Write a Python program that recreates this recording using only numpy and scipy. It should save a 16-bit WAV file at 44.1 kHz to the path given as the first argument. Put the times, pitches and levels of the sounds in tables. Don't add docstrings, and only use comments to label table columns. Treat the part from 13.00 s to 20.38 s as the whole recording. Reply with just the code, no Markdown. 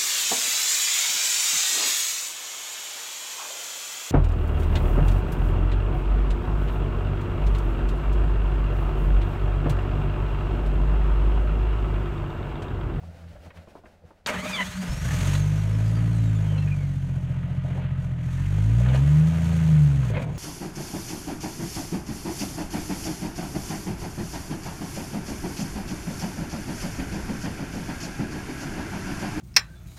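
import sys
import numpy as np
from scipy import signal
from scipy.fft import rfft, irfft, next_fast_len
from scipy.io import wavfile
from scipy.ndimage import map_coordinates

SR = 44100
rng = np.random.default_rng(int(sys.argv[2]) if len(sys.argv) > 2 else 0)


def volts(x):
    e = np.asarray(x, float) / 20
    return 10 ** e


def store_pcm(level_fs):
    pcm = np.round(np.clip(level_fs, -1, 1) * 32767).astype(np.int16)
    wavfile.write(sys.argv[1], SR, np.atleast_2d(pcm).T)


N = 325458


def unit(x):
    return x / np.sqrt(np.mean(x ** 2) + 1e-20)


def curves(rows, before=None):
    times, *columns = np.transpose(rows)
    return [np.interp(np.arange(N) / SR, times, column, left=before) for column in columns]


def wobble(rate):
    knots = rng.standard_normal(int(N * rate / SR) + 4)
    return map_coordinates(knots, [np.arange(N) * rate / SR])


def filtered(x, response):
    m = next_fast_len(N + SR // 2)
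    return irfft(rfft(x, m) * response(np.fft.rfftfreq(m, 1 / SR)), m)[:N]


def resonances(modes):
    def response(f):
        total = 0
        for k, (centre, width, db) in enumerate(modes):
            damping = 1j * f * width
            total = total + (-1) ** k * volts(db) * damping / (centre * centre - f * f + damping)
        return total
    return response


def noise(spectrum, beat=1):
    f, db = np.transpose(spectrum)

    def colour(hz):
        return volts(np.interp(np.log(hz + 1), np.log(f), db, left=-120, right=-120))
    return unit(filtered(beat * rng.standard_normal(N), colour))


def puffs(rate, sizes, scatter, modes):
    count = np.floor(np.cumsum(rate) / SR).astype(int)
    at = np.flatnonzero(np.diff(count)) + 1
    chance = scatter * rng.standard_normal(N // 200)[:len(at)]
    train = np.zeros(N)
    train[at] = np.take(sizes, count[at], mode="wrap") + chance
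    pipe = resonances(modes)
    return unit(filtered(train, lambda f: pipe(f) / (1 + 1j * f / 260) ** 2))


def far_car():
    # t/s, level/dB, firing rate/Hz
    departure = [(0.0, -40, 84), (0.348, -44, 84), (0.388, -54, 84), (0.486, -46, 84), (0.51, -65, 84),
                 (0.588, -46.5, 84), (0.668, -57, 84), (0.674, -63, 84), (1.02, -61, 84), (1.054, -47, 84),
                 (1.086, -64, 84), (1.242, -65, 84), (1.25, -52, 84)]
    # f/Hz, width/Hz, level/dB
    far_pipe = [(84, 30, -0.5), (165, 53, -5), (250, 34, -23.5)]
    level_db, rate = curves(departure + [(1.4, -79, 84)])
    return volts(level_db) * puffs(rate, [1], 0.5, far_pipe)


def woods():
    # t/s, leaves and far tyres level/dB, wind on the microphone level/dB
    air = [(0.0, -53.5, -56), (0.302, -54.5, -62), (0.34, -53, -49), (0.518, -55, -58), (0.574, -50, -52),
           (0.646, -58, -78), (0.734, -57.5, -58), (0.792, -56, -78), (0.876, -56.5, -56),
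           (0.922, -60, -79), (1.25, -61, -72)]
    # f/Hz, level/dB per Hz
    rustle = [(120, -39), (200, -5.5), (393, -16.5), (567, -6.5), (706, -9), (863, -15.5), (1060, -23),
              (1440, -18), (1760, -21.5), (2490, -24), (3460, -28.5), (4240, -29.5), (15800, -44.5)]
    leaves_db, wind_db = curves(air)
    leaves = noise(rustle, volts(2.6 * wobble(30)))
    wind = noise([(18, -10.5), (35, -7), (60, 0), (130, -14)])
    return volts(leaves_db) * leaves + volts(wind_db) * wind


def strikes(rows, spread):
    out, t = np.zeros(N + SR), np.arange(SR // 4) / SR
    for start, db, hz, t60, crack_db in rows:
        detune = rng.standard_normal((4, 1)) * [[0], [.6], [.6], [1.2]]
        modes = hz * np.exp(spread * detune)
        ring = np.sin(2 * np.pi * modes * t).T @ [0.48, 0.29, 0.28, 0.13]
        smoothing = np.hanning(int(SR / hz / 1.43) + 3)
        crack = unit(np.convolve(rng.standard_normal(len(t)), smoothing, "same"))
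        decay = volts(db - 60 * t / max(t60, .005))
        onset = 1 - np.exp(-t / 0.0011)
        out[round(start * SR):][:len(t)] += decay * onset * (ring + volts(crack_db) * crack)
    return out[:N]


def stones_and_body():
    # t/s, peak level/dB, ring f/Hz, t60/s, crack level/dB
    body_knocks = [(0.033, -39.5, 750, 0.08, -8), (0.355, -41, 594, 0.11, -11),
                   (0.459, -45.5, 680, 0.085, 2), (0.674, -37, 609, 0.062, -5),
                   (0.752, -37, 678, 0.091, -2), (0.788, -44, 401, 0.057, -3),
                   (0.837, -41.5, 654, 0.08, -2), (1.016, -49, 667, 0.08, -9),
                   (1.038, -40, 495, 0.064, -14), (1.106, -43, 883, 0.077, -3),
                   (1.262, -33, 616, 0.073, -14), (1.291, -18.5, 613, 0.09, -14),
                   (3.58, -40, 437.5, 0.069, -1), (4.647, -30, 655, 0.07, -16),
                   (4.732, -42, 583.7, 0.077, -10), (5.582, -37, 460, 0.064, -2),
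                   (5.806, -27, 619.6, 0.076, -10), (5.946, -26.5, 490, 0.08, -5),
                   (7.102, -27.5, 398, 0.082, 0), (7.139, -30, 610, 0.091, -9),
                   (7.175, -24.5, 498, 0.072, -4), (7.196, -34.5, 560, 0.071, -8),
                   (7.294, -34, 579, 0.08, 0)]
    # t/s, peak level/dB, ring f/Hz, t60/s, crack level/dB
    stone_clicks = [(0.236, -51, 1630, 0.07, -6), (0.2783, -54.5, 2720, 0.066, 0),
                    (0.3611, -49, 1680, 0.063, -10), (0.5038, -42, 1916, 0.067, -2.5),
                    (0.5694, -50.5, 2070, 0.15, 1), (0.856, -46, 1600, 0.059, 0),
                    (1.261, -18, 4550, 0.039, -4), (1.2928, -20, 2240, 0.061, -17),
                    (2.0494, -32.5, 1880, 0.061, -1), (2.0847, -31, 1720, 0.061, -5),
                    (2.1066, -24.5, 1780, 0.07, -13), (2.3495, -30, 4033, 0.07, -4),
                    (3.5793, -32.5, 2665, 0.093, -18), (3.6243, -35.5, 2650, 0.075, -9),
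                    (3.6736, -31.5, 2480, 0.061, -16), (5.2405, -42, 1963, 0.061, -13),
                    (5.2869, -38, 1790, 0.049, -8), (5.38, -40.5, 1790, 0.076, -2),
                    (5.859, -32.5, 1730, 0.055, 1), (5.885, -32.5, 2270, 0.08, -3),
                    (5.9538, -33.5, 2850, 0.07, 0.5), (6.9691, -39.5, 1940, 0.061, -5),
                    (7.0283, -35.5, 1570, 0.07, -1.5), (7.0893, -36.5, 2420, 0.084, -7),
                    (7.1446, -30.5, 2140, 0.11, -10), (7.167, -26.5, 2115, 0.075, -5),
                    (7.2194, -32, 2310, 0.1, -9)]
    blows = strikes(body_knocks, spread=0.297) + strikes(stone_clicks, spread=.4)
    t = np.arange(SR // 3) / SR
    scatter = rng.standard_normal(len(t)) * volts(-60 * t / 0.64)
    echo = signal.fftconvolve(blows, scatter / np.linalg.norm(scatter))[:N]
    return blows + volts(-12) * echo


def whine(rows, overtones, rough):
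    hz, *levels_db = curves(rows)
    jitter = rough * (wobble(400) + 2 * wobble(120))
    phase = 2 * np.pi * np.cumsum(hz) / SR + jitter
    sound = np.zeros(N)
    for k, db in enumerate(levels_db, 1):
        sound += volts(db + 4.8 * wobble(35.05)) * np.sin(k * phase)
    for multiple, db in overtones:
        sound += volts(levels_db[0] + db + 6.5 * wobble(29.9)) * np.sin(multiple * phase)
    t = np.arange(N) / SR
    edges = np.clip(np.minimum(t - rows[0][0], rows[-1][0] - t) / .01, 0, 1)
    return np.sqrt(2) * sound * edges


def starter():
    # t/s, ring level/dB, shudder level/dB
    housing = [(1.27, -56, -63), (1.312, -40.5, -50), (1.396, -32.5, -37), (1.428, -32, -50),
               (1.464, -42, -42.5), (1.502, -35, -42), (1.52, -39.5, -53), (1.706, -37, -39),
               (1.85, -27.5, -46), (1.894, -33.5, -39), (1.92, -33, -29)]
    # t/s, f/Hz, level/dB
    cranking = [
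        (1.33, 1658, -52),
        (1.374, 1863, -35),
        (1.458, 2413, -44.5),
        (1.526, 2480, -39.5),
        (1.602, 1970, -30.5),
        (1.628, 1963, -31.5),
        (1.64, 1980, -43),
    ]
    # t/s, f/Hz, first and second harmonic level/dB
    coasting = [(1.64, 3100, -43, -57), (1.76, 4404, -58, -63), (1.88, 5145, -53, -73),
                (1.98, 5592, -55, -63), (2.14, 6040, -58, -68), (2.16, 6562, -54, -69),
                (2.26, 6697, -62, -77), (2.28, 6382, -54, -65), (2.36, 6601, -57, -69),
                (2.8, 5179, -68, -76), (3.08, 4335, -63, -68), (3.54, 3029, -60, -71),
                (3.62, 2683, -53, -71), (3.7, 2683, -64, -81), (3.72, 2437, -47, -83),
                (3.8, 2268, -55, -73), (4.0, 1667, -67, -69)]
    ring_db, shudder_db = curves(housing + [(1.98, -100, -100)], before=-120)
    housing_mode = resonances([(188, 22, 0)])
    ring = unit(filtered(rng.standard_normal(N), lambda f: housing_mode(f) ** 2))
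    shudder = noise([(30, -19), (60, -1.5), (140, -4.5), (170, -14)])
    loaded = whine(cranking, [(.5, -13), (1.5, -10.5), (2, -17)], rough=0.63)
    free = whine(coasting, [], rough=0.41)
    return loaded + free + volts(ring_db) * ring + volts(shudder_db) * shudder


def engine_bay(phase):
    # t/s, block level/dB, clatter level/dB, hiss level/dB
    bay = [(1.27, -48, -31.5, -28.5), (1.28, -52, -31.5, -42), (1.3, -40, -32.5, -40),
           (1.32, -38, -34, -47), (1.37, -35, -37, -45.5), (1.42, -50, -43.5, -48),
           (1.46, -37.5, -37.5, -46), (1.49, -46.5, -39, -41), (1.61, -40.5, -37.5, -47),
           (1.64, -44, -40, -43), (1.8, -59, -44.5, -49), (1.83, -40, -40.5, -45),
           (1.98, -48.5, -44.5, -47.5), (2.14, -42.5, -39.5, -41.5), (2.34, -41.5, -38, -40.5),
           (2.44, -45.5, -46, -50.5), (2.67, -44, -46.5, -53.5), (3.24, -48, -48.5, -55.5),
           (3.52, -44.5, -48, -57), (3.89, -53, -54, -60), (4.54, -48.5, -51.5, -68), (4.62, -58, -52, -69),
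           (4.65, -48, -52, -63), (4.72, -46, -50.5, -66), (4.79, -39.5, -48, -63), (4.88, -56, -51, -73),
           (5.03, -49, -53.5, -62.5), (5.15, -53, -53, -69), (5.34, -55, -48.5, -56),
           (5.76, -44.5, -47.5, -55.5), (5.81, -42, -46.5, -52), (5.83, -48, -45, -53.5),
           (5.86, -42, -44.5, -55), (5.92, -36, -42.5, -55), (5.95, -38.5, -39.5, -47.5),
           (6.0, -43, -46.5, -54), (6.54, -42.5, -44, -50), (7.02, -47, -48.5, -54.5),
           (7.11, -42, -46, -52.5), (7.12, -44, -45, -59), (7.17, -34, -42, -64), (7.23, -38.5, -47.5, -53),
           (7.26, -41, -52.5, -68), (7.38, -47, -52.5, -57)]
    # f/Hz, level/dB per Hz
    block_colour = [(140, -32), (230, -3.5), (275, -2.5), (335, -19.5), (378, -10.5), (515, -9.5),
                    (650, -9), (863, -16.5), (1000, -14.5), (1300, -41.5), (2200, -120)]
    # f/Hz, level/dB per Hz
    clatter_colour = [(530, -26), (900, 0), (945, -2), (1170, -3), (1250, 4), (1310, -4), (1460, 2),
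                      (1850, -1.5), (2030, -1.5), (2760, -4), (3220, -7), (3330, -9), (4800, -25),
                      (6240, -60), (10600, -120)]
    # f/Hz, level/dB per Hz
    hiss_colour = [(1940, -37.5), (3300, -5), (3810, -7), (4460, -6), (4990, -11), (6570, -3), (7440, -8.5),
                   (8310, -9), (10500, -15), (12200, -15.5), (15100, -25), (15800, -27)]
    # f/Hz, width/Hz, level/dB
    panel_modes = [(611, 29, 1), (996, 17, -5.5), (1169, 25, -6.5), (1295, 60, -4.5), (1450, 28, -9),
                   (1930, 25, -3.5)]

    def throb(depth_db):
        beat_db = depth_db * np.cos(phase) + 0.45 * depth_db * np.cos(phase / 3)
        return volts(beat_db + .9 * wobble(25))

    block_db, clatter_db, hiss_db = curves(bay, before=-120)
    panel_ring = resonances(panel_modes)
    panels = unit(filtered(throb(3.9) * rng.standard_normal(N), lambda f: panel_ring(f) ** 2))
    clatter = noise(clatter_colour, throb(1.72)) + volts(-9.5 + 4.4 * wobble(3.01)) * panels
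    block = noise(block_colour, throb(2.3))
    hiss = noise(hiss_colour, throb(1.8))
    return volts(block_db) * block + volts(clatter_db) * clatter + volts(hiss_db) * hiss


def exhaust(rate, phase, orders_db):
    # t/s, higher orders level/dB, uneven cylinders level/dB
    throttle = [(1.86, -80, -80), (1.89, -41, -45), (2.0, -43, -30), (2.1, -36, -29), (2.3, -30.5, -37),
                (2.7, -30, -35), (3.1, -27.5, -33.5), (3.5, -29.5, -35.5), (3.9, -36.5, -36),
                (4.3, -37.5, -33), (5.0, -38, -34), (5.3, -37.5, -36), (5.6, -28.5, -39), (5.9, -26, -36.5),
                (6.2, -25, -36.5), (6.5, -25, -33), (6.9, -27.5, -36), (7.1, -35, -34), (7.2, -36.5, -33),
                (7.38, -38, -33.5)]
    # f/Hz, level/dB
    tailpipe = [(60, -9.5), (110, 2.5), (150, 4.5), (178, -0.5), (205, -16.5), (240, -25), (275, -13),
                (310, -26.5), (400, -29.5), (600, -41)]
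    lag = [2.2, 0, -2.9]
    cylinders = [1, -.4, -.6, .75, -.3, -.45]
    # f/Hz, width/Hz, level/dB
    silencer = [(112.4, 30, -3.5), (147.4, 27.7, 1), (183, 34.6, -6.5)]
    upper_db, uneven_db = curves(throttle, before=-120)
    f, colour_db = np.transpose(tailpipe)
    drone = np.zeros(N)
    for k, db in enumerate(orders_db):
        drone += volts(db + 0.45 * wobble(20)) * np.cos((k + 1) * phase + lag[k])
    for k in range(4, 10):
        order_db = upper_db + np.interp(k * rate, f, colour_db)
        drone += volts(order_db + 1.5 * wobble(12)) * np.cos(k * phase - 2.1)
    return np.sqrt(2) * drone + volts(uneven_db) * puffs(rate, cylinders, 0.28, silencer)


def engine():
    # t/s, firing rate/Hz, first, second and third order level/dB
    catching = [
        (1.86, 18.6, -70, -70, -72),
        (1.89, 19.3, -55, -32, -34),
        (1.98, 22.2, -55, -37, -39),
        (2.04, 27.6, -50, -32, -31),
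        (2.1, 35, -42, -28, -33),
        (2.15, 40.3, -36, -29.5, -28),
    ]
    running = [(2.2, 46.0, -30, -27, -31), (2.31, 48.1, -29, -24, -25), (2.53, 50.5, -32, -26, -23),
               (2.7, 52.8, -32, -23, -34), (2.78, 53.8, -32, -22, -33), (3.1, 56.5, -32, -22, -30),
               (3.22, 55.0, -31, -21, -31), (3.65, 49.2, -35, -26, -24), (3.92, 46.1, -36, -32, -28),
               (4.13, 44.2, -38, -33, -29), (4.29, 43.5, -40, -35, -30), (4.75, 44.3, -40, -33, -29),
               (5.01, 44.2, -39, -32, -29), (5.04, 44.3, -35, -32, -29), (5.2, 41.0, -45, -37, -30),
               (5.29, 42.0, -38, -34, -29), (5.45, 46.8, -30, -27, -29), (5.58, 51.1, -28, -22, -27),
               (5.7, 55.5, -25, -19, -35), (5.84, 60.8, -24, -19, -30), (6.02, 68.7, -26, -19, -43),
               (6.07, 72.3, -23, -18, -54), (6.14, 75.0, -27, -15, -46), (6.28, 80.5, -29, -17, -47),
               (6.32, 81.6, -28, -24, -47), (6.36, 81.8, -28, -24, -54), (6.5, 83.3, -26, -23, -48),
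               (6.6, 81.2, -27, -22, -51), (6.71, 78.6, -29, -17, -49), (6.8, 74.9, -28, -14, -43),
               (6.83, 74.0, -28, -14, -50), (6.93, 69.5, -28, -20, -50), (7.0, 67.4, -28, -21, -44),
               (7.02, 65.1, -31, -21, -46), (7.05, 62.6, -32, -24, -36), (7.15, 51.6, -35, -26, -32)]
    bogging = [
        (7.199, 45.56, -43, -37, -29),
        (7.27, 38.75, -48, -42, -33),
        (7.38, 32, -44, -41, -38),
    ]
    # t/s, f/Hz, level/dB
    belt = [
        (7.3, 7040, -68),
        (7.34, 6870, -67),
        (7.38, 6550, -58),
    ]
    rate, *orders_db = curves(catching + running + bogging)
    phase = 2 * np.pi * np.cumsum(rate) / SR
    return exhaust(rate, phase, orders_db) + engine_bay(phase) + whine(belt, [], rough=.8)


def scene():
    mix = far_car() + woods() + stones_and_body() + starter() + engine()
    return mix[None]


def low_pass(x):
    return signal.sosfilt(signal.butter(12, 16440, fs=SR, output="sos"), x)


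def record(dry):
    return low_pass(dry)


dry = scene()
out = record(dry)
store_pcm(out)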